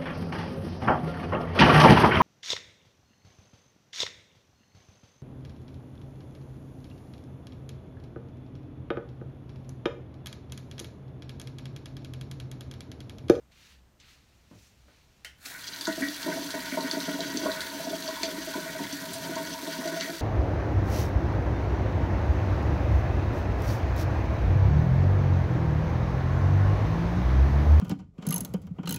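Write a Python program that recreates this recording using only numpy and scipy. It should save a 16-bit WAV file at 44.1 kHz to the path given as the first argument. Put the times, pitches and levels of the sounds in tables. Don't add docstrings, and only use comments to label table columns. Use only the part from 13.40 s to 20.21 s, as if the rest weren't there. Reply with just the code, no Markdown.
import sys
import numpy as np
from scipy import signal
from scipy.io import wavfile
from scipy.ndimage import uniform_filter1d

SR = 44100
rng = np.random.default_rng(int(sys.argv[2]) if len(sys.argv) > 2 else 0)


def digitize_waveform(pressure):
    field = np.atleast_2d(pressure).T
    bounded = np.clip(field, -1, 1)
    quanta = np.round(bounded * 32767).astype(np.int16)
    wavfile.write(sys.argv[1], SR, quanta)


N = 300321
TIME = np.arange(N) / SR
HZ = np.fft.rfftfreq(16384, 1 / SR)

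# (time [s], level of the top of its hiss [dB])
VALVE = [(1.96, -80), (2.046, -56), (2.058, -48), (2.084, -49.5), (2.2, -54), (2.5, -49.5), (6.81, -50)]
# (time [s], pull [dB re a strong pull])
SIPHON = [(2.1, -52), (2.38, -22.5), (2.76, -27), (2.92, 1), (3.2, -5.5), (4.1, 3), (4.33, -0.5),
          (4.7, -2.5), (5.42, -5.5), (5.6, -8), (5.93, 0), (6.13, -5), (6.65, 3.5), (6.81, -22)]


def amp(db):
    return 10 ** (np.asarray(db) / 20)


def evened(x):
    return x / np.sqrt(np.mean(x ** 2) + 1e-20)


def peaked(x, db):
    return amp(db) * x / (abs(x).max() + 1e-20)


def read(points, hz):
    f, value = np.transpose(points)
    return np.interp(np.log(hz + 1), np.log(f + 1), value)


def level(rows):
    return amp(np.interp(TIME, *np.transpose(rows), left=-900))


def band(lo_hz, hi_hz):
    return 1 / np.sqrt((1 + (lo_hz / (HZ + 1)) ** 16) * (1 + (HZ / hi_hz) ** 16))


def response(gain):
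    log_gain = np.log(np.maximum(gain / gain.max(), 1e-5))
    circle = np.concatenate([log_gain, log_gain[-2:0:-1]])
    spectrum = np.exp(np.conj(signal.hilbert(circle)))
    return np.fft.ifft(spectrum).real[:len(HZ)]


def colour(x, gain):
    return signal.oaconvolve(x, response(gain))[:len(x)]


def add(mix, s, sound):
    part = mix[round(s * SR):][:len(sound)]
    part += sound[:len(part)]


def burst(decay, tail_db=-60, tail=.02):
    t = TIME[:len(HZ)]
    envelope = np.exp(-t / decay) + amp(tail_db) * np.exp(-t / tail)
    return rng.standard_normal(len(t)) * envelope


def grains(per_s, spread_db):
    size = amp(spread_db * np.minimum(rng.exponential(1, N), 4.5))
    sign = rng.choice([-1., 1.], N)
    strikes = rng.random(N) < per_s / SR
    return evened(size * sign * strikes)


def flutter(depth_db, span):
    size = max(int(span * SR), 2)
    wander = uniform_filter1d(uniform_filter1d(rng.standard_normal(N), size), size)
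    return amp(depth_db * evened(wander))


def room(x, wet_db):
    # (frequency [Hz], time to fall 60 dB [s])
    tiles = [(200, 0.17), (800, 0.17), (2100, 0.3), (5500, 0.15), (14000, 0.14)]
    taps = rng.choice([-1., 1.], SR // 2) * (rng.random(SR // 2) < .1)
    taps *= TIME[:SR // 2] > .004
    hz, t, z = signal.stft(taps, SR, nperseg=256)
    decay = amp(-60 * t / read(tiles, hz)[:, None])
    tail = signal.istft(z * decay, SR, nperseg=256)[1]
    return x + amp(wet_db) * signal.fftconvolve(x, tail / np.linalg.norm(tail))[:N]


def walls(x, echo_db, count=14):
    taps = np.zeros(SR // 50)
    taps[rng.integers(SR // 500, len(taps), count)] = rng.choice([-1., 1.], count)
    return x + amp(echo_db) * signal.oaconvolve(x, taps / np.sqrt(count))[:N]


def plink(hz, cycles=11, rise=0.023):
    age = TIME[:SR // 40] * hz / cycles
    tone = np.sin(2 * np.pi * cycles * age * (1 + rise * age / 2))
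    return tone * np.exp(-age) * (1 - np.exp(-4 * age))


def porcelain():
    # (frequency [Hz], half width [Hz], level re the floor [dB])
    modes = [(3517, 30, 7.5), (4030, 72, -5), (4590, 45, 8.5), (5860, 22, -6), (6170, 51, 0)]
    return 1 + sum(amp(db) / (1 + ((HZ - hz) / width) ** 2) for hz, width, db in modes)


def hollow(floor_db=-38):
    # (frequency [Hz], half width [Hz], level [dB])
    modes = [(138, 4, -21), (170, 9.7, -5), (205.2, 3.8, -9.5), (277.3, 13, 0.5), (328, 10.4, -12.5),
             (386.4, 18, -13), (446, 14, -20), (546.3, 3.6, -11.5), (645.5, 8.4, 1), (918.6, 6.4, 2),
             (958, 8.8, -6), (989.5, 18.7, -4.5), (1093, 12, -7.5), (1259, 6, -13), (1356, 6.9, -18),
             (1470, 22.5, -7.5), (1540, 37, -16), (1680, 6.9, -10.5), (1848, 6.9, -6.5), (1916, 7.5, -5),
             (1974, 8, -23.5), (2064, 21, -17), (2242, 24, -15.5), (2354, 3.6, -13.5)]
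    return amp(floor_db) + sum(amp(db) / (1 + ((HZ - hz) / width) ** 2) for hz, width, db in modes)


def still_air(air_db=-64, hum_hz=64, hum_width_hz=5, hum_db=-66):
    # (frequency [Hz], level per Hz [dB])
    air = [(15, -43), (25, -4), (48, -9.5), (72, -2), (170, -8), (461, -19), (654, -18.5), (791, -20.5),
           (4450, -30.5), (7030, -32), (10500, -40), (14600, -36), (15800, -49)]
    hum = colour(rng.standard_normal(N), 1 / (1 + ((HZ - hum_hz) / hum_width_hz) ** 2))
    hum = np.roll(hum, N // 2)
    noise = colour(rng.standard_normal(N), amp(read(air, HZ)))
    return amp(air_db) * evened(noise) + amp(hum_db) * evened(hum)


def drain(drain_db=-56.5, follow=0.16, tilt_db=7):
    gain = band(88, 171) * amp(tilt_db * np.log2(HZ + 1))
    rumble = colour(rng.standard_normal(N), gain) * flutter(depth_db=4.0, span=0.39)
    return amp(drain_db) * level(SIPHON) ** follow * evened(rumble)


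def brush_and_clothes(body_db=0.8, fizz_db=-1):
    # (time [s], length [s], level before swell and trim [dB], fine fizz before arch and trim [dB])
    movements = [(0.109, 0.22, -60.5, -58), (0.591, 0.14, -60.5, -59), (1.098, 0.18, -68.5, -58.5),
                 (1.468, 0.14, -69, -71)]
    # (frequency [Hz], level per Hz [dB])
    flick_colour = [(350, -39), (600, -7), (845, -33), (892, -14), (1290, -5.5), (2740, 0.5), (3370, -2.5),
                    (4310, -0.5), (8190, -23), (15800, -29.5)]
    attack_s, release_s, swell_db, arch_db = 0.0091, 0.055, 5, 11
    rustle_from_s, rustle_db, rustle_fizz_db = 0.64, -72.5, -74

    flicks = grains(per_s=8900, spread_db=1.5) * flutter(depth_db=0.7, span=0.0088)
    gain = amp(read(flick_colour, HZ))
    moving = np.clip((TIME - rustle_from_s) / release_s, 0, 1)
    body, fizz = amp(rustle_db) * moving, amp(rustle_fizz_db) * moving
    for s, length, db, fine_db in movements:
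        t = TIME - s
        contact = np.clip(t / attack_s, 0, 1) * np.exp(-np.maximum(t - length, 0) / release_s)
        speed = np.sin(np.pi * np.clip(t / (length + 2 * release_s), 0, 1))
        body = np.hypot(body, amp(db + swell_db * (speed - 1)) * contact)
        fizz = np.hypot(fizz, amp(fine_db + arch_db * (speed - 1.5)) * contact)
    body = amp(body_db) * body * evened(colour(flicks, gain * band(640, 5100)))
    fizz = amp(fizz_db) * fizz * evened(colour(flicks[::-1], gain * band(5850, 18000)))
    return (body + fizz) * (TIME < VALVE[0][0])


def knock(hz, octaves=0.85):
    return band(0.35 * hz, 8.2 * hz) / (1 + (np.log2((HZ + 1) / hz) / octaves) ** 2)


def thump(hz, ring_s=0.0063, puff_db=1, body_db=-4):
    t = TIME[:len(HZ)]
    body = np.sin(2 * np.pi * hz * t) * (1 - np.exp(-t * hz)) * np.exp(-t / ring_s)
    puff = colour(burst(decay=0.027), knock(hz))
    return peaked(puff, puff_db) + peaked(body, body_db)


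def handling(tap_db=-2):
    # (time [s], peak before the room [dB], pitch [Hz])
    bumps = [(1.112, -42, 247), (1.15, -48, 116)]
    # (time [s], peak before the room [dB])
    sleeve = [(1.481, -51.5)]
    # (frequency [Hz], level per Hz [dB])
    cloth = [(100, -19), (450, 1), (1000, -7), (1600, -5), (2300, -12), (6000, -30)]
    # (time [s], peak before trim and room [dB])
    taps = [(0.119, -55), (0.6, -45), (2.056, -30.5)]
    out = np.zeros(N)
    for s, db, hz in bumps:
        add(out, s, peaked(thump(hz), db))
    for s, db in sleeve:
        add(out, s, peaked(colour(burst(decay=0.033), amp(read(cloth, HZ))), db))
    for s, db in taps:
        add(out, s, peaked(colour(burst(decay=0.01), band(2300, 7500)), db + tap_db))
    return room(out, wet_db=-6)


def fill_valve():
    # (frequency [Hz], level per Hz [dB])
    hiss = [(150, -45.5), (260, -3), (379, -11), (535, -13.5), (692, -9), (1030, -16), (1500, -0.5),
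            (2100, -7), (2560, -7), (2880, -12), (4280, -4.5), (4750, -11), (6930, -9), (8080, -11.5),
            (9800, -12), (10450, -15.5), (11000, -11), (14500, -14), (15800, -14)]
    jet = walls(colour(grains(per_s=20000, spread_db=4.0), amp(read(hiss, HZ))), echo_db=-8.5)
    top = np.std(colour(jet, band(8000, 15000)))
    return level(VALVE) * jet / top * flutter(depth_db=1.37, span=0.0054)


def lever(clack_db=-4, ring_db=-15, ring_rise_s=0.0018, rattle_hz=26):
    # (time [s], peak before trims and room [dB])
    strikes = [(1.847, -24)]
    # (frequency [Hz], relative level [dB], time to fall 60 dB [s])
    modes = [(585, -17, 0.12), (1460, -6, 0.19), (1980, -13, 0.16), (2640, 1, 0.07), (3070, -7, 0.21),
             (3090, -1, 0.13), (3640, -10, 0.11)]
    # (frequency [Hz], level per Hz [dB])
    clack_colour = [(180, -41), (550, -7), (1200, -13), (1500, -5.5), (2000, -0.5), (2400, -8), (2700, 0),
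                    (3100, 4.5), (3350, -6), (4000, -10), (5800, -6), (6600, -11), (7300, -13),
                    (15800, -23)]
    out, t = np.zeros(N), TIME[:len(HZ)]
    ring = np.zeros(len(t))
    for hz, db, t60 in modes:
        pitch = hz + rattle_hz * evened(uniform_filter1d(rng.standard_normal(len(t)), size=150))
        ring += amp(db - 60 * t / t60) * np.sin(2 * np.pi * np.cumsum(pitch) / SR)
    ring *= 1 - np.exp(-t / ring_rise_s)
    clack = colour(burst(decay=0.0044, tail_db=-11, tail=0.036), amp(read(clack_colour, HZ)))
    for s, db in strikes:
        add(out, s, peaked(clack, db + clack_db) + peaked(ring, db + ring_db))
    return room(out, wet_db=-7)


def rim_spray(wash_db=-3.0, drops_db=-7):
    # (time [s], level before the wash and drops trims [dB])
    flow = [(2.18, -51), (2.25, -46), (2.48, -43), (2.76, -41.5), (2.95, -40), (3.3, -44), (3.55, -39.5),
            (3.75, -43), (4.0, -40.5), (4.38, -44), (4.7, -41.5), (5.3, -43), (6.81, -43.5)]
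    # (frequency [Hz], level per Hz [dB])
    spray_colour = [(1290, -34), (2200, -1), (2500, -28), (2690, 2), (3320, 3.5), (3460, -8.5), (3760, -1),
                    (4090, 3.5), (4600, -0.5), (4930, 0), (6100, 2.5), (6700, -8), (9000, -27),
                    (11700, -28), (19800, -120)]
    wash = colour(grains(per_s=5500, spread_db=1.5), amp(read(spray_colour, HZ)) * porcelain())
    wash = wash * flutter(depth_db=4.5, span=0.0092)
    drops = np.zeros(N)
    for hz in np.geomspace(3200, 6600, 24):
        ringing = signal.oaconvolve(grains(per_s=38, spread_db=4.0), plink(hz, cycles=3.2))[:N]
        drops += ringing * amp(read(spray_colour, hz))
    wash = amp(wash_db) * evened(walls(wash, echo_db=4))
    drops = amp(drops_db) * evened(colour(drops, porcelain()))
    return level(flow) * (wash + drops)


def churn(drift_depth=0.001486, pop_damping=0.086, surge_s=0.042):
    # (lowest [Hz], highest [Hz], level at 0 dB of siphon [dB],
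    # follow [dB per dB of siphon], depth of the random surges [dB])
    bubbles = [(149, 645, -41.5, 0.53, 2.4), (518, 778, -47, 0.57, 5), (810, 1110, -49, 0.3, 2.5)]
    # (time [s], level [dB])
    froth = [(2.05, -68), (2.065, -51), (2.22, -49.5), (2.25, -46.5), (2.33, -49.5), (2.76, -52.5),
             (2.93, -39.5), (3.05, -54), (3.3, -44), (3.85, -45), (4.24, -42.5), (4.4, -48.5), (5.0, -46.5),
             (5.45, -44), (5.65, -52), (6.0, -43), (6.15, -48), (6.6, -44), (6.81, -48)]
    drift = np.cumsum(drift_depth * evened(uniform_filter1d(rng.standard_normal(N), size=2500))) / SR

    def bubbling(lo_hz, hi_hz, depth):
        ring = response(hollow() ** depth * band(lo_hz, hi_hz)) * np.exp(-TIME[:len(HZ)] / pop_damping)
        pops = signal.oaconvolve(grains(per_s=600, spread_db=1.5), ring)[:N]
        return np.interp(TIME + drift, TIME, pops)

    small = bubbling(1310, 2700, depth=0.79) * flutter(depth_db=2.5, span=0.03)
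    out = level(froth) * evened(small)
    for lo_hz, hi_hz, db, follow, surge_db in bubbles:
        surging = bubbling(lo_hz, hi_hz, depth=0.94) * flutter(surge_db, surge_s)
        out += amp(db) * level(SIPHON) ** follow * evened(surging)
    return out


def splashes(trim_db=-4.5, octaves=0.91, plink_db=-5, spit_db=-2, spatter_db=-2, slap_db=-11, slap_hz=2130):
    # (time [s], level before trims [dB], pitch [Hz], level of the fine spit before trim [dB])
    rows = [(2.242, -29.5, 4470, -46), (2.281, -26, 4500, -46), (2.335, -27, 3880, -54),
            (2.361, -24.5, 4350, -53), (2.4105, -23.5, 4400, -32), (2.454, -19.5, 4400, -44),
            (2.527, -28, 4200, -50), (2.685, -22, 4400, -62), (2.829, -22, 4350, -39),
            (2.471, -24, 6460, -37), (2.605, -30.5, 5930, -34), (3.021, -28, 4230, -59),
            (3.105, -26, 4050, -35), (3.203, -32, 3900, -51), (3.298, -26, 4300, -50),
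            (3.408, -24.5, 4100, -51), (3.5121, -16, 4370, -35), (3.603, -26, 4090, -35),
            (3.8055, -21, 3880, -47), (3.793, -36, 6100, -52), (3.972, -17, 5900, -40),
            (4.117, -21, 3930, -49), (4.1447, -30, 4220, -56), (4.2063, -25, 3800, -33),
            (4.624, -24, 4160, -52), (4.6777, -24, 4560, -47), (4.7585, -29, 3400, -44),
            (4.818, -39, 6140, -54), (4.8326, -14, 4330, -36), (5.5266, -25, 5900, -38),
            (5.7335, -36, 4700, -28), (5.956, -23, 6100, -45), (6.2746, -29.5, 3700, -40),
            (6.476, -23, 5950, -36), (6.6092, -16.5, 4330, -39)]
    out, hardest_db = np.zeros(N), max(row[1] for row in rows)
    for s, db, hz, fine_db in rows:
        gain = porcelain() * band(2800, 7200) / (1 + (np.log2((HZ + 1) / hz) / octaves) ** 2)
        snap = colour(burst(decay=0.0021), gain)
        spatter = colour(burst(decay=0.012), gain)
        spit = colour(burst(decay=0.01), band(7800, 11400))
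        smack = colour(burst(decay=0.0044), 1 / (1 + ((HZ - slap_hz) / 450) ** 2))
        add(out, s, peaked(snap, db + trim_db))
        add(out, s, peaked(spatter, (db + fine_db) / 2 + spatter_db))
        add(out, s, peaked(plink(hz, cycles=5.4), db + plink_db))
        add(out, s, peaked(spit, fine_db + spit_db))
        add(out, s, peaked(smack, db + slap_db + 4.0 * (db - hardest_db)))
    return room(out, wet_db=-5.0)


def glug(hz, glide_per_s, wobble=0.024, size_spread=0.17):
    swell_s, usual_ring_s = 0.0041, 0.016
    t = TIME[:len(HZ)]
    ring_chance, glide_chance = rng.uniform(-1, 1, 2)
    ring_s = usual_ring_s * np.exp(size_spread * ring_chance)
    glide = glide_per_s * glide_chance
    shape = wobble * evened(uniform_filter1d(rng.standard_normal(len(t)), size=300))
    pitch = hz * (1 + glide * (t - ring_s) + shape)
    return np.sin(2 * np.pi * np.cumsum(pitch) / SR) * (1 - np.exp(-t / swell_s)) * np.exp(-t / ring_s)


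def gulps(pocket_trim_db=-3, shed_trim_db=-3, slop_db=-1.0, slop_growth=0.18, pop_db=-1.5, pop_octaves=0.22):
    # (time [s], level of the air pocket before trim [dB], level of the bubble it sheds before trim [dB],
    # pitch of the pocket [Hz], pitch of the bubble [Hz])
    glugs = [(2.477, -22.5, -31.5, 313, 642), (2.495, -25.5, -46, 298, 656), (2.575, -29, -36, 306, 648),
             (2.605, -24.5, -42, 276, 674), (2.624, -18.5, -49, 282.5, 626), (2.666, -38, -45, 277.3, 690),
             (2.681, -26, -51, 294, 677), (2.861, -26, -31, 307, 612), (2.88, -22.5, -31, 308, 652),
             (2.902, -34, -35, 277, 643), (2.931, -31.5, -39, 310, 650), (2.958, -30, -62, 280, 640),
             (2.971, -52, -29.5, 300, 664), (2.991, -27, -57, 286, 640), (3.047, -32, -56, 282, 684),
             (3.139, -29, -29, 297, 646), (3.151, -36, -35, 269, 672), (3.173, -34.5, -48, 258, 644),
             (3.322, -29, -37, 262, 610), (3.341, -29.5, -36, 274, 680), (3.371, -26.5, -21.5, 288, 635),
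             (3.405, -36, -52, 272, 690), (3.442, -25, -43, 278, 630), (3.534, -29, -32.5, 272, 646),
             (3.568, -28, -28.5, 298, 641.5), (3.629, -30, -53, 275, 630), (3.68, -22.5, -27, 288, 649),
             (3.696, -34, -40, 295, 630), (3.741, -24, -40, 276, 647), (3.79, -31.5, -28, 277, 656),
             (3.854, -26.5, -45, 270.5, 615), (3.946, -22, -43, 280, 638), (3.97, -23, -43, 295, 620),
             (4.032, -24, -39, 307, 596), (4.057, -25, -24, 279, 640), (4.069, -43, -21.5, 304, 640),
             (4.345, -30.5, -38, 279, 650), (4.396, -38, -31, 276, 657), (4.468, -32, -28.5, 294, 665),
             (4.503, -30, -36, 307, 615), (4.528, -36, -27.5, 290, 652), (4.679, -35, -27.5, 323, 640),
             (4.724, -35, -48, 287, 676), (4.831, -29.5, -28.5, 325, 665), (4.878, -35, -34, 290, 630),
             (4.981, -26, -64, 313, 663), (5.072, -32.5, -34.5, 313, 644), (5.153, -28.5, -31, 301, 653),
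             (5.175, -33, -32, 342, 625), (5.258, -55, -33, 320, 644), (5.35, -53, -30.5, 260, 643),
             (5.401, -26, -34.5, 278, 666), (5.528, -27.5, -65, 285, 676), (5.751, -41, -31, 277, 660),
             (5.851, -49, -33, 285, 649), (5.892, -26.5, -34, 323, 662), (5.919, -52, -32, 338, 658),
             (5.961, -34.5, -32, 310, 644), (6.229, -29.5, -44, 281, 680), (6.274, -28.5, -33, 304, 659),
             (6.386, -30.5, -39, 259, 638), (6.419, -41, -32, 260, 653), (6.453, -34, -31, 330, 667),
             (6.469, -51, -23.5, 310, 656), (6.521, -28.5, -49, 333, 680), (6.533, -44, -34, 328, 648),
             (6.563, -56, -24, 303, 654), (6.673, -48, -31.5, 318, 650), (6.693, -31, -32, 331, 676),
             (6.727, -29, -46, 326, 650)]
    # (time [s], level before trim [dB], pitch [Hz])
    pops = [(2.469, -29.5, 930), (2.4686, -23.5, 1450), (2.49, -33, 1860), (2.62, -23.5, 1940),
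            (2.622, -34, 2200), (2.624, -31.5, 1530), (2.816, -44.5, 980), (2.877, -30.5, 920),
            (2.915, -32, 1860), (2.965, -38, 935), (3.087, -30, 1500), (3.09, -38, 1820),
            (3.139, -29.5, 1810), (3.142, -34, 920), (3.168, -32, 945), (3.266, -37, 1540),
            (3.318, -30, 2270), (3.371, -24, 964), (3.399, -35, 1040), (3.515, -34, 1520),
            (3.684, -32, 1440), (4.058, -24.5, 1010), (4.06, -26.5, 1460), (4.191, -31, 1600),
            (4.215, -30, 1800), (4.686, -32.5, 1020), (4.764, -33, 970), (4.88, -33.5, 1480),
            (5.136, -30.5, 970), (5.14, -31, 1610), (5.388, -33, 970), (5.439, -31.5, 1950),
            (5.961, -27.5, 980), (6.14, -34.5, 910), (6.408, -31, 1490), (6.411, -34, 980),
            (6.471, -33.5, 1500), (6.612, -29, 1950)]
    out, slop = np.zeros(N), response(hollow() ** 0.62 * band(170, 693))
    usual_db = np.mean([row[1:3] for row in glugs])
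    for s, pocket_db, shed_db, pocket_hz, shed_hz in glugs:
        size_db = (pocket_db + shed_db) / 2
        add(out, s, peaked(glug(pocket_hz, glide_per_s=0.23), pocket_db + pocket_trim_db))
        add(out, s, peaked(glug(shed_hz, glide_per_s=0.05, wobble=0.01), shed_db + shed_trim_db))
        slopping = signal.fftconvolve(burst(decay=0.018), slop)
        growth_db = slop_growth * (size_db - usual_db)
        add(out, s, peaked(slopping, size_db + slop_db + growth_db))
    for s, db, hz in pops:
        gain = hollow() ** 0.66 * band(834, 2350) / (1 + (np.log2((HZ + 1) / hz) / pop_octaves) ** 2)
        cluster = colour(burst(decay=0.008, tail_db=-18.5, tail=0.031), gain)
        add(out, s, peaked(cluster, db + pop_db))
    return room(out, wet_db=-5.5)


def scene():
    before = still_air() + brush_and_clothes() + handling() + lever()
    water = drain() + fill_valve() + rim_spray() + churn() + splashes() + gulps()
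    return (before + water)[None]


def record(dry, edge_hz=15900):
    low_pass = signal.firwin(511, edge_hz, window=("kaiser", 9), fs=SR)
    return signal.oaconvolve(dry, low_pass[None], "same")


dry = scene()
out = record(dry)
digitize_waveform(out)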